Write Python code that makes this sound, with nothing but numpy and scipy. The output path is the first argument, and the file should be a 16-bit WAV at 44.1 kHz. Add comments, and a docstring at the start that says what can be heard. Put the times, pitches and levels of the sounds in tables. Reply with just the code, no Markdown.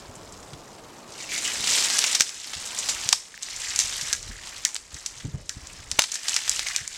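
"""Pushing over a dead tree in a snowy wood

A dead tree is rocked and pushed over by hand, shove by shove: each builds up strain, then lets go.
Dry fibres and twigs snap as noise bursts coloured by pitch; the brittle crown crackles and scrapes in
clumped ticks and knocks through its neighbours in short rings. Dull low pushes are boots treading the snow
and the trunk shifting. Shaped noise makes the air; near and far trunks scatter a short echo of the wood."""
import sys
import numpy as np
from scipy import signal
from scipy.fft import rfft, irfft
from scipy.io import wavfile
from scipy.ndimage import uniform_filter1d

SR = 44100
rng = np.random.default_rng(int(sys.argv[2]) if len(sys.argv) > 2 else 0)


def master(y):
    """Save y as 16-bit WAV."""
    cut = np.clip(np.atleast_2d(y).T, -1, 1)
    pcm = np.round(cut * 32767)  # scale
    wavfile.write(sys.argv[1], SR, pcm.astype(np.int16))


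N = 307377


def gain_of(db):
    """Decibels to amplitude."""
    return 10 ** (np.asarray(db) / 20)


def evened(x):
    """Scales to rms 1."""
    return x / np.sqrt(np.mean(x ** 2) + 1e-20)


def read(points, hz):
    """Reads a table of values against frequency on a log-frequency axis."""
    f, value = np.transpose(points)
    return np.interp(np.log(hz + 1), np.log(f), value)


def add(mix, s, sound):
    """Mixes a sound in at time s."""
    part = mix[max(round(s * SR), 0):][:len(sound)]
    part += sound[:len(part)]


def coloured(x, spectrum):
    """Gives x a spectrum, at rms 1."""
    hz = np.fft.rfftfreq(len(x), 1 / SR)
    return evened(irfft(rfft(x) * gain_of(read(spectrum, hz)), len(x)))


def lumpy(first_size, second_size):
    """Slow random swells at rms 1: noise averaged twice over these numbers of samples."""
    once = uniform_filter1d(rng.standard_normal(N), size=first_size)
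    return evened(uniform_filter1d(once, size=second_size))


def causal(db):
    """Frequency response with this gain that rings only after it is struck."""
    log_gain = np.log(gain_of(np.r_[db, db[-2:0:-1]]))
    return np.exp(np.conj(signal.hilbert(log_gain)))[:len(db)]


# wandering level of the low rumble: time_s, level_db
RUMBLE_LEVEL = [(0.0, -57), (0.35, -54.5), (1.1, -68), (1.55, -57), (2.0, -65), (2.4, -68), (2.9, -54.5),
                (3.3, -70), (3.6, -58), (3.86, -55.5), (4.4, -50), (4.78, -64.5), (5.15, -56), (5.4, -47),
                (5.52, -55), (5.88, -48), (6.2, -71), (6.5, -55), (6.97, -59.5)]


def low_rumble(gust_db=4.0):
    """A lumpy low rumble under the wood: bass noise on a wandering level with random gusts."""
    bass = [(15, -4.5), (40, 8.0), (110, 1.5), (220, -12), (600, -12.5), (3000, -64)]  # hz, dB per Hz
    rumble = coloured(rng.standard_normal(N), bass)
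    wander_db = np.interp(np.arange(N) / SR, *np.transpose(RUMBLE_LEVEL))
    return rumble * gain_of(wander_db + gust_db * np.tanh(lumpy(3000, 1500)))


RUSH_DB, RUSH_ENDS_S, RUSH_FADE_DB_PER_S, STILL_DB = -47, 1.83, 26, -61
# relative spectrum of the air among the trees: frequency_hz, level_db (per Hz)
RUSH_SPECTRUM = [(20, -20), (100, -2), (180, 0), (300, 1), (800, -1), (1200, -3.5), (2000, -19),
                 (7000, -23), (11000, -25.5), (16000, -35)]


def rush():
    """A soft rush of air among the trees, steady noise that fades to a still floor."""
    t = np.arange(N) / SR
    breeze = gain_of(RUSH_DB - RUSH_FADE_DB_PER_S * np.maximum(t - RUSH_ENDS_S, 0))
    return coloured(rng.standard_normal(N), RUSH_SPECTRUM) * np.hypot(breeze, gain_of(STILL_DB))


# a heavy tread also crushes the crust, which sounds higher; below HEAVY_DB the crust weakens further
CRUST_DB, CRUST_HZ, CRUST_DELAY_S, HEAVY_DB = -8, 270, 0.0033, -17
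# dull thuds of boots and trunk: time_s, level_db, pitch_hz
THUDS = [(0.094, -38, 111), (0.17, -40, 135), (0.538, -35.5, 121), (1.605, -37, 150), (2.573, -38, 73),
         (3.063, -37, 116), (3.85, -43, 64), (4.032, -40, 131), (4.267, -37, 99), (4.3, -28.5, 74.5),
         (4.944, -34.5, 82), (5.254, -21.5, 103), (5.287, -29, 126), (5.348, -21, 112), (5.571, -30, 128),
         (5.635, -37, 74), (5.749, -40, 130), (5.801, -40, 74.5), (5.932, -35, 68), (6.815, -38.5, 116)]


def thuds(swell_s=0.0094, cycles=0.67, settle_s=0.017, settle_db=-9.0):
    """A soft push of a cycle or two, then a short rumble as the snow packs down."""
    out, t = np.zeros(N), np.arange(-1024, 8192) / SR
    snow = [(15, -38), (45, -5.0), (130, -3.5), (280, -15.0), (500, -29.0), (2000, -44), (8000, -85)]
    for s, level_db, hz in THUDS:
        push = np.exp(-(t * hz / cycles) ** 2) * np.cos(2 * np.pi * (hz * t + rng.random()))
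        crust = np.exp(-((t - CRUST_DELAY_S) * CRUST_HZ / 2) ** 2)
        crust *= np.cos(2 * np.pi * (CRUST_HZ * t + rng.random()))
        crust *= gain_of(CRUST_DB + min(level_db - HEAVY_DB, 0))
        rumble = coloured(rng.standard_normal(len(t)), snow)
        packing = np.exp(np.minimum(t / swell_s, -t / settle_s))
        thud = push + crust + gain_of(settle_db) * rumble * packing
        add(out, s + t[0], gain_of(level_db) * thud)
    return out


# a shove bites, builds from slack to full strain, eases off a little, then lets go
BITE_S, SLACK_DB, EASE_DB_PER_S, LET_GO_DB_PER_S = 0.017, -9, 7, 90
# once let go, the crown sways and rustles on
SWAY_DB, SWAY_FADE_DB_PER_S = -11.5, 13
TWIGS_AT_REST_DB, LIMBS_AT_REST_DB = -53.5, -56
# shoves dragging the crown through other branches, with drag levels at full strain:
# start_s, end_s, build_s (to full strain), twigs_db, limbs_db, boughs_db
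SHOVES = [(-.03, 0.43, 0.2, -59, -69, -61), (1.067, 1.31, .14, -40, -47, -56),
          (1.298, 1.364, 0.033, -28.5, -45, -64), (1.4, 1.644, 0.055, -29, -37, -49.5),
          (1.63, 1.844, 0.069, -22, -39, -43), (1.837, 2.13, 0.098, -24.5, -32, -46),
          (2.446, 3.084, 0.39, -31.5, -43.5, -44.5), (3.405, 4.103, 0.39, -31.5, -37.5, -51.5),
          (4.216, 4.33, 0.031, -44.5, -49, -55.5), (4.394, 4.695, .04, -41.5, -46, -52.5),
          (4.902, 5.22, 0.028, -45.5, -49.5, -57.5), (5.49, 5.975, 0.16, -46.5, -51, -55),
          (5.927, 6.185, 0.22, -38, -43.5, -62), (6.215, 6.38, 0.079, -31, -37, -57),
          (6.406, 6.604, 0.12, -32, -40, -65), (6.615, 6.766, 0.071, -37.5, -35, -63),
          (6.896, 7.002, 0.077, -34.5, -43, -64)]


def drag():
    """How hard twigs, limbs and boughs are moved: each shove builds strain, then releases it."""
    t = np.arange(N) / SR
    power = np.zeros((3, N))
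    for start, end, build, *levels_db in SHOVES:
        first = max(round(start * SR), 0)
        age = t[first:] - start
        slack_db = SLACK_DB * np.clip(1 - age / build, 0, 1)
        strain_db = slack_db - EASE_DB_PER_S * np.maximum(age - build, 0)
        since = np.maximum(t[first:] - end, 0)
        release_db = np.maximum(-LET_GO_DB_PER_S * since, SWAY_DB - SWAY_FADE_DB_PER_S * since)
        shove = np.clip(age / BITE_S, 0, 1) * gain_of(strain_db + release_db)
        power[:, first:] += np.outer(gain_of(levels_db), shove) ** 2
    twigs, limbs, boughs = np.sqrt(power)
    return np.hypot(twigs, gain_of(TWIGS_AT_REST_DB)), np.hypot(limbs, gain_of(LIMBS_AT_REST_DB)), boughs


# relative spectrum of boughs swishing through the air: frequency_hz, level_db (per Hz)
SWISH_SPECTRUM = [(60, -29), (200, -8.5), (400, -11), (650, -8.5), (900, -4.5), (1400, -6.5), (4000, -32)]


def swish(bough_drag):
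    """Moving boughs stir the air: shaped noise that follows their drag."""
    return coloured(rng.standard_normal(N), SWISH_SPECTRUM) * bough_drag


# how long the far trunks scatter sound: frequency_hz, t60_s
SCATTER = [(200, 0.17), (1000, 0.1), (3000, 0.1), (6500, 0.53), (14000, 0.44)]


def echo(x, early_db=-16, early_t60=0.12, late_db=-15):
    """Near trunks return a quick spray of echoes, far ones a thin tail."""
    taps = rng.standard_normal(SR) * (rng.random(SR) < 3000 / SR)  # about 3000 a second
    taps[:60] = 0  # nothing returns at once
    hz, t, z = signal.stft(taps, SR, nperseg=256)
    fade = gain_of(-60 * t / read(SCATTER, hz)[:, None])
    late = signal.istft(z * fade, SR, nperseg=256)[1][:SR]
    early = taps * gain_of(-60 * np.arange(SR) / SR / early_t60)
    near = gain_of(early_db) * early / np.linalg.norm(early)
    far = gain_of(late_db) * late / np.linalg.norm(late)
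    return signal.fftconvolve(x, near + far)[:N]


def forest(x, count=4):
    """Breaks lie at changing heights, so their echoes take changing paths; snow swallows the low part."""
    place = np.arange(N) / SR * 2.3  # rounds of the echo paths, 2.3 a second
    paths = np.arange(count)[:, None] / count
    shares = np.maximum(np.cos(2 * np.pi * (place + paths)), 0)
    echoes = sum(echo(x * share) for share in shares)
    return signal.sosfilt(signal.butter(1, 1500, "high", fs=SR, output="sos"), echoes)


def crackle(spectrum, per_s, spread_db, clump_db, rub, ring_s, count=128):
    """Tiny fractures, each twig with its own short ring and register, come in clumps over a smooth rub."""
    t, out = np.arange(200) / SR, np.zeros(N)
    for hz in np.geomspace(1200, 11000, count):
        tick = rng.standard_normal(len(t)) * np.exp(-t / (ring_s * rng.uniform(.8, 6)))
        register = signal.butter(1, [.88 * hz, 1.14 * hz], "band", fs=SR, output="sos")
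        ring = np.sqrt(hz) * evened(signal.sosfilt(register, tick))  # equal power per Hz in every register
        gaps, strengths = rng.exponential(size=(400, 2)).T
        times = np.cumsum(gaps ** 2 / 2) * count / per_s  # each twig ticks in short runs
        sizes = gain_of(spread_db * np.minimum(strengths, 3.6))  # many small, a few large
        for s, size in zip(times[times < N / SR], sizes):
            add(out, s, size * ring)
    clumps = lumpy(400, 150)
    scrape = (evened(out) + rub * rng.standard_normal(N)) / np.hypot(1, rub)
    return coloured(scrape * gain_of(clump_db * clumps), spectrum)


# twig drag at which ticks and rub are equally strong
CROWDED_DB = -26
# relative spectra of thin twigs and thicker limbs: frequency_hz, level_db (per Hz)
TWIG_SPECTRUM = [(100, -25), (500, -8), (1400, -9.5), (2200, -2), (3100, 1), (4500, 1), (6400, 3.5),
                 (7800, 1.5), (10000, -8), (12500, -14), (16000, -24)]
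LIMB_SPECTRUM = [(150, -26), (450, -31), (700, -4.5), (1400, -1), (1900, 5.5), (2400, 1.5), (3400, -9),
                 (5000, -4.5), (9000, -24)]


def crown(twig_drag, limb_drag, sparkle=0.065):
    """Thin twigs crackle and thicker limbs scrape as the crown is dragged along."""
    # a light touch ticks twig by twig; under a hard drag so many give at once that they merge
    crowding = (twig_drag / gain_of(CROWDED_DB)) ** .25
    twigs = crackle(TWIG_SPECTRUM, per_s=2300, spread_db=4.0, clump_db=1.1, rub=crowding, ring_s=0.00045)
    limbs = crackle(LIMB_SPECTRUM, per_s=650, spread_db=2.0, clump_db=3.0, rub=0.87, ring_s=0.0013)
    # a hard drag splinters the twigs and keeps more of their top; a light touch only brushes them
    top = signal.sosfiltfilt(signal.butter(3, 9000, "high", fs=SR, output="sos"), twigs)
    twigs = twigs + top * (twig_drag ** sparkle - 1)
    return twigs * twig_drag + gain_of(-3.0) * limbs * limb_drag


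# dry limbs and trunk knocking, level before the low cut: time_s, level_db, pitch_hz, t60_s
KNOCKS = [(1.202, -37, 2250, 0.11), (1.24, -34, 2650, .06), (1.29, -31, 2350, 0.12),
          (1.317, -29, 2190, 0.32), (1.352, -28.5, 2104, 0.18), (1.446, -26, 2930, 0.33),
          (1.75, -26, 3330, 0.11), (2.044, -13.5, 2270, 0.025), (2.2065, -8, 1795, 0.018),
          (3.13, -2, 1100, 0.0051), (3.342, -24.5, 1850, 0.0097), (3.377, -18, 2070, 0.0041),
          (4.128, -27, 1650, 0.11), (4.312, -34.5, 1850, 0.074), (4.654, -22.5, 1920, 0.057),
          (4.965, -37, 1920, 0.048), (5.496, -35, 1690, 0.095), (5.697, -39, 2570, .08),
          (5.9916, -11, 590, 0.013), (6.021, -26, 1440, 0.018), (6.331, -20, 2740, 0.027),
          (6.626, -28, 2010, 0.057), (6.667, -19, 2200, 0.038), (6.71, -25, 1965, .048),
          (6.782, -30.5, 1843, 0.078)]


def knocks(overtone=1.7, overtone_db=-9):
    """A limb rings briefly on a bending mode and a weaker overtone, chattering against its neighbour."""
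    out, t = np.zeros(N), np.arange(8000) / SR
    chatter = .21  # rms phase wobble, in turns
    for s, level_db, hz, t60 in KNOCKS:
        wobble = evened(uniform_filter1d(rng.standard_normal(len(t)), size=90))
        turns = hz * t + chatter * wobble
        upper = gain_of(overtone_db - 40 * t / t60) * np.sin(2 * np.pi * overtone * turns)
        tone = np.sin(2 * np.pi * turns) + upper
        ring = tone * (1 - np.exp(-t / 0.00022)) * gain_of(level_db - 60 * t / t60)
        # the wood radiates almost nothing below its mode
        low_cut = signal.butter(4, 0.77 * hz, "high", fs=SR, output="sos")
        add(out, s, signal.sosfilt(low_cut, ring))
    return out


PULSE_RISE_S = .00006  # from rest to peak
# short one-sided pulses at two of the hardest cracks: time_s, peak_db
LOW_PULSES = [(2.206, -14.5), (5.9901, -6)]


def low_pulses():
    """At two of the hardest cracks comes a single short one-sided pulse that reaches down to the bass."""
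    out, t = np.zeros(N), np.arange(512) / SR
    for s, peak_db in LOW_PULSES:
        add(out, s, gain_of(peak_db) * t / PULSE_RISE_S * np.exp(1 - t / PULSE_RISE_S))
    return out


# thick wood breaks over a wide band, thin twigs close to their own pitch: fall-off in dB per octave
THICK_FOCUS_DB, THIN_FOCUS_DB, THIN_HZ = 5, 18.5, 7360  # the thin part is added on as pitch rises
# even a thin twig keeps some body far from its pitch
BODY_DB = -20.5
# each piece of wood stands out in a narrow band at its own pitch
OWN_RING_DB, OWN_RING_OCTAVES = 3.5, .13
# relative spectrum common to all dry breaks: frequency_hz, level_db (per Hz)
DRY_WOOD_SPECTRUM = [(100, -10.5), (700, 3.5), (4500, 2), (6300, 3), (7800, 1.5), (10000, -6.5),
                     (13000, -15), (16000, -27)]


def snap(level_db, tear_s, hz, lead_s, size=2048, lead_db=-15):
    """Fibres strain for an instant, then give way in a burst; the thinner the wood, the higher it sounds."""
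    t, f = np.arange(size) / SR - lead_s, np.fft.rfftfreq(size, 1 / SR)
    u = t / max(tear_s, 1e-4)
    after = np.maximum(u, 0)
    tearing = np.minimum(.5 + 3 * after, 1) * (np.exp(-after ** 2) + 0.8 * np.exp(-after / 2))
    strain = gain_of(lead_db) * np.exp(-abs(u))
    # a few fibres are much stronger
    fibres = rng.standard_normal(size) * gain_of(4.6 * rng.standard_normal(size))
    burst = rfft(fibres * np.where(t < 0, strain, tearing))
    # every break excites all bands
    band_power = uniform_filter1d(abs(burst) ** 2, size=24)
    burst *= causal(-10 * np.log10(band_power + 1e-12))
    focus_db = THICK_FOCUS_DB + THIN_FOCUS_DB * (hz / THIN_HZ) ** 6
    from_pitch = np.log2((f + 20) / hz)  # octaves
    octaves = np.hypot(from_pitch, .5) - .5  # rounded off near the pitch
    colour_db = read(DRY_WOOD_SPECTRUM, f) + np.maximum(-focus_db * octaves, BODY_DB)
    colour_db += OWN_RING_DB * np.exp(-(from_pitch / OWN_RING_OCTAVES) ** 2)
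    crack = irfft(burst * causal(colour_db))
    # the level is that of the whole crack's energy spread over 4 ms
    return gain_of(level_db) * crack * np.sqrt(.004 * SR / np.sum(crack ** 2))


# small twigs that give way by chance during a shove; levels are before the drag, tearing time is a mean
STRAY_PER_S, STRAY_DB, STRAY_SPREAD_DB, STRAY_TEAR_S = 28, -13.5, 4, 0.0017
STRAY_LOW_HZ, STRAY_HIGH_HZ = 2600, 8700
# stray twigs also tick when the crown is almost at rest: dB of their level per dB of drag
STRAY_FOLLOW = 0.84


def stray_snaps(twig_drag, count=300):
    """Small twigs break at random, louder the harder the crown is dragged."""
    out = np.zeros(N)
    gaps, sizes, pitches, tears = rng.random((count, 4)).T
    times = np.cumsum(2 * gaps) / STRAY_PER_S
    for s, size, pitch, tear in zip(times, sizes, pitches, tears):
        level_db = STRAY_DB + STRAY_SPREAD_DB * (2 * size - 1)
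        hz = STRAY_LOW_HZ + (STRAY_HIGH_HZ - STRAY_LOW_HZ) * pitch
        if s < N / SR:
            add(out, s, snap(level_db, STRAY_TEAR_S * 2 * tear, hz, lead_s=0))
    return out * twig_drag ** STRAY_FOLLOW


# wood breaking: time_s, level_db (over 4 ms), tear_s, pitch_hz
SNAPS = [(0.153, -40, 0.0055, 7800), (0.323, -39.5, 0.0036, 7360), (0.429, -42, 0.006, 5600),
         (.533, -37.5, 0.0058, 3520), (1.4513, -32, 0.0015, 3600), (1.5072, -35, .001, 3900),
         (1.6405, -26, 0.0025, 3900), (1.673, -20, 0.0024, 4600), (1.7035, -20.5, 0.00073, 6600),
         (1.72, -26, 0.0027, 5040), (1.7364, -25, .001, 4800), (1.7778, -20, 0.0078, 4000),
         (1.8254, -25, 0.0018, 5030), (1.9009, -21, 0.002, 4130), (1.985, -19, 0.004, 5800),
         (1.9853, -22, .005, 10100), (1.9903, -15, .0007, 5750), (2.0406, -16.5, 0.0014, 4300),
         (2.067, -24, .0015, 6540), (2.1293, -25, 0.0014, 5500), (2.1484, -12.5, 0.0069, 5530),
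         (2.1988, -19, 0.0026, 5930), (2.2074, -9, 0.0013, 6040), (2.2197, -17.5, 0.0016, 5700),
         (2.2923, -29, 0.0016, 5300), (2.4443, -34, 0.0013, 4870), (2.5326, -27, 0.0048, 3170),
         (2.6263, -37.5, .0008, 6100), (2.786, -20, 0.008, 7300), (2.8866, -18, 0.015, 4530),
         (2.891, -18, 0.016, 7200), (3.09, -15, .0007, 5900), (3.1274, -8.5, 0.0024, 5240),
         (3.4255, -30.5, 0.0013, 7140), (3.4307, -27, 0.0021, 6400), (3.5634, -31, .0008, 7000),
         (3.6, -38, .0008, 6050), (3.76, -19.5, 0.0028, 6660), (3.7903, -13.5, 0.00078, 6570),
         (3.7969, -14, 0.018, 6100), (3.857, -28, 0.00077, 6600), (4.0116, -24.5, 0.004, 5670),
         (4.1288, -16.5, 0.00089, 6040), (4.1337, -19.5, 0.00027, 6040), (4.151, -35, .0006, 6200),
         (4.229, -33, 0.00048, 6740), (4.4724, -35, 0.0008, 5030), (4.651, -12, 0.0006, 6300),
         (4.7454, -26, 0.00035, 8100), (4.7548, -29, 0.0011, 4000), (4.764, -25, 0.00061, 4750),
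         (4.943, -34, 0.0028, 6400), (5.0614, -22, 0.0033, 6150), (5.203, -37.5, 0.006, 3480),
         (5.4939, -23, 0.00082, 5800), (5.6714, -35.5, .0006, 7000), (5.9147, -20, 0.0019, 5700),
         (5.9888, -18, 0.0039, 1190), (5.9923, -7.5, 0.00084, 3000), (5.9931, -10, 0.0003, 6140),
         (6.0204, -19, 0.00088, 5000), (6.039, -22, 0.0028, 4000), (6.1176, -23, 0.005, 6600),
         (6.14, -23, 0.009, 6900), (6.1551, -25, 0.0024, 5730), (6.2833, -18, 0.0032, 5100),
         (6.2943, -23, 0.0013, 7000), (6.3427, -21.5, 0.0004, 6400), (6.3634, -15, 0.0026, 5300),
         (6.478, -24.5, 0.0038, 3240), (6.4952, -13.5, 0.00031, 7260), (6.5149, -24, 0.0033, 5300),
         (6.5622, -27, .0008, 6800), (6.5933, -20, 0.0013, 3870), (6.6643, -30, 0.004, 2780),
         (6.685, -25, 0.0014, 4960), (6.7623, -16.5, 0.00084, 6060), (6.7819, -32, .001, 5300),
         (6.877, -25.5, 0.0021, 7100)]


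def snaps():
    """The main breaks of the tree, each with its moment of strain ahead of it."""
    out = np.zeros(N)
    lead_s = .003
    for s, *row in SNAPS:
        add(out, s - lead_s, snap(*row, lead_s=lead_s))
    return out


def scene():
    """The wood and its echo, over thuds and air."""
    twig_drag, limb_drag, bough_drag = drag()
    air = low_rumble() + rush() + swish(bough_drag)
    wood = crown(twig_drag, limb_drag) + knocks() + low_pulses() + stray_snaps(twig_drag) + snaps()
    return (air + thuds() + forest(wood) + wood)[None]


EDGE_HZ = 16200


def record(dry):
    """Peaks beyond full scale overload the microphone input and clip flat; then a steep treble limit."""
    clipped = np.clip(dry, -1, 1)
    band_limit = signal.firwin(511, EDGE_HZ, window=("kaiser", 9), fs=SR)
    return signal.oaconvolve(clipped, band_limit[None], "same")


dry = scene()
out = record(dry)
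master(out)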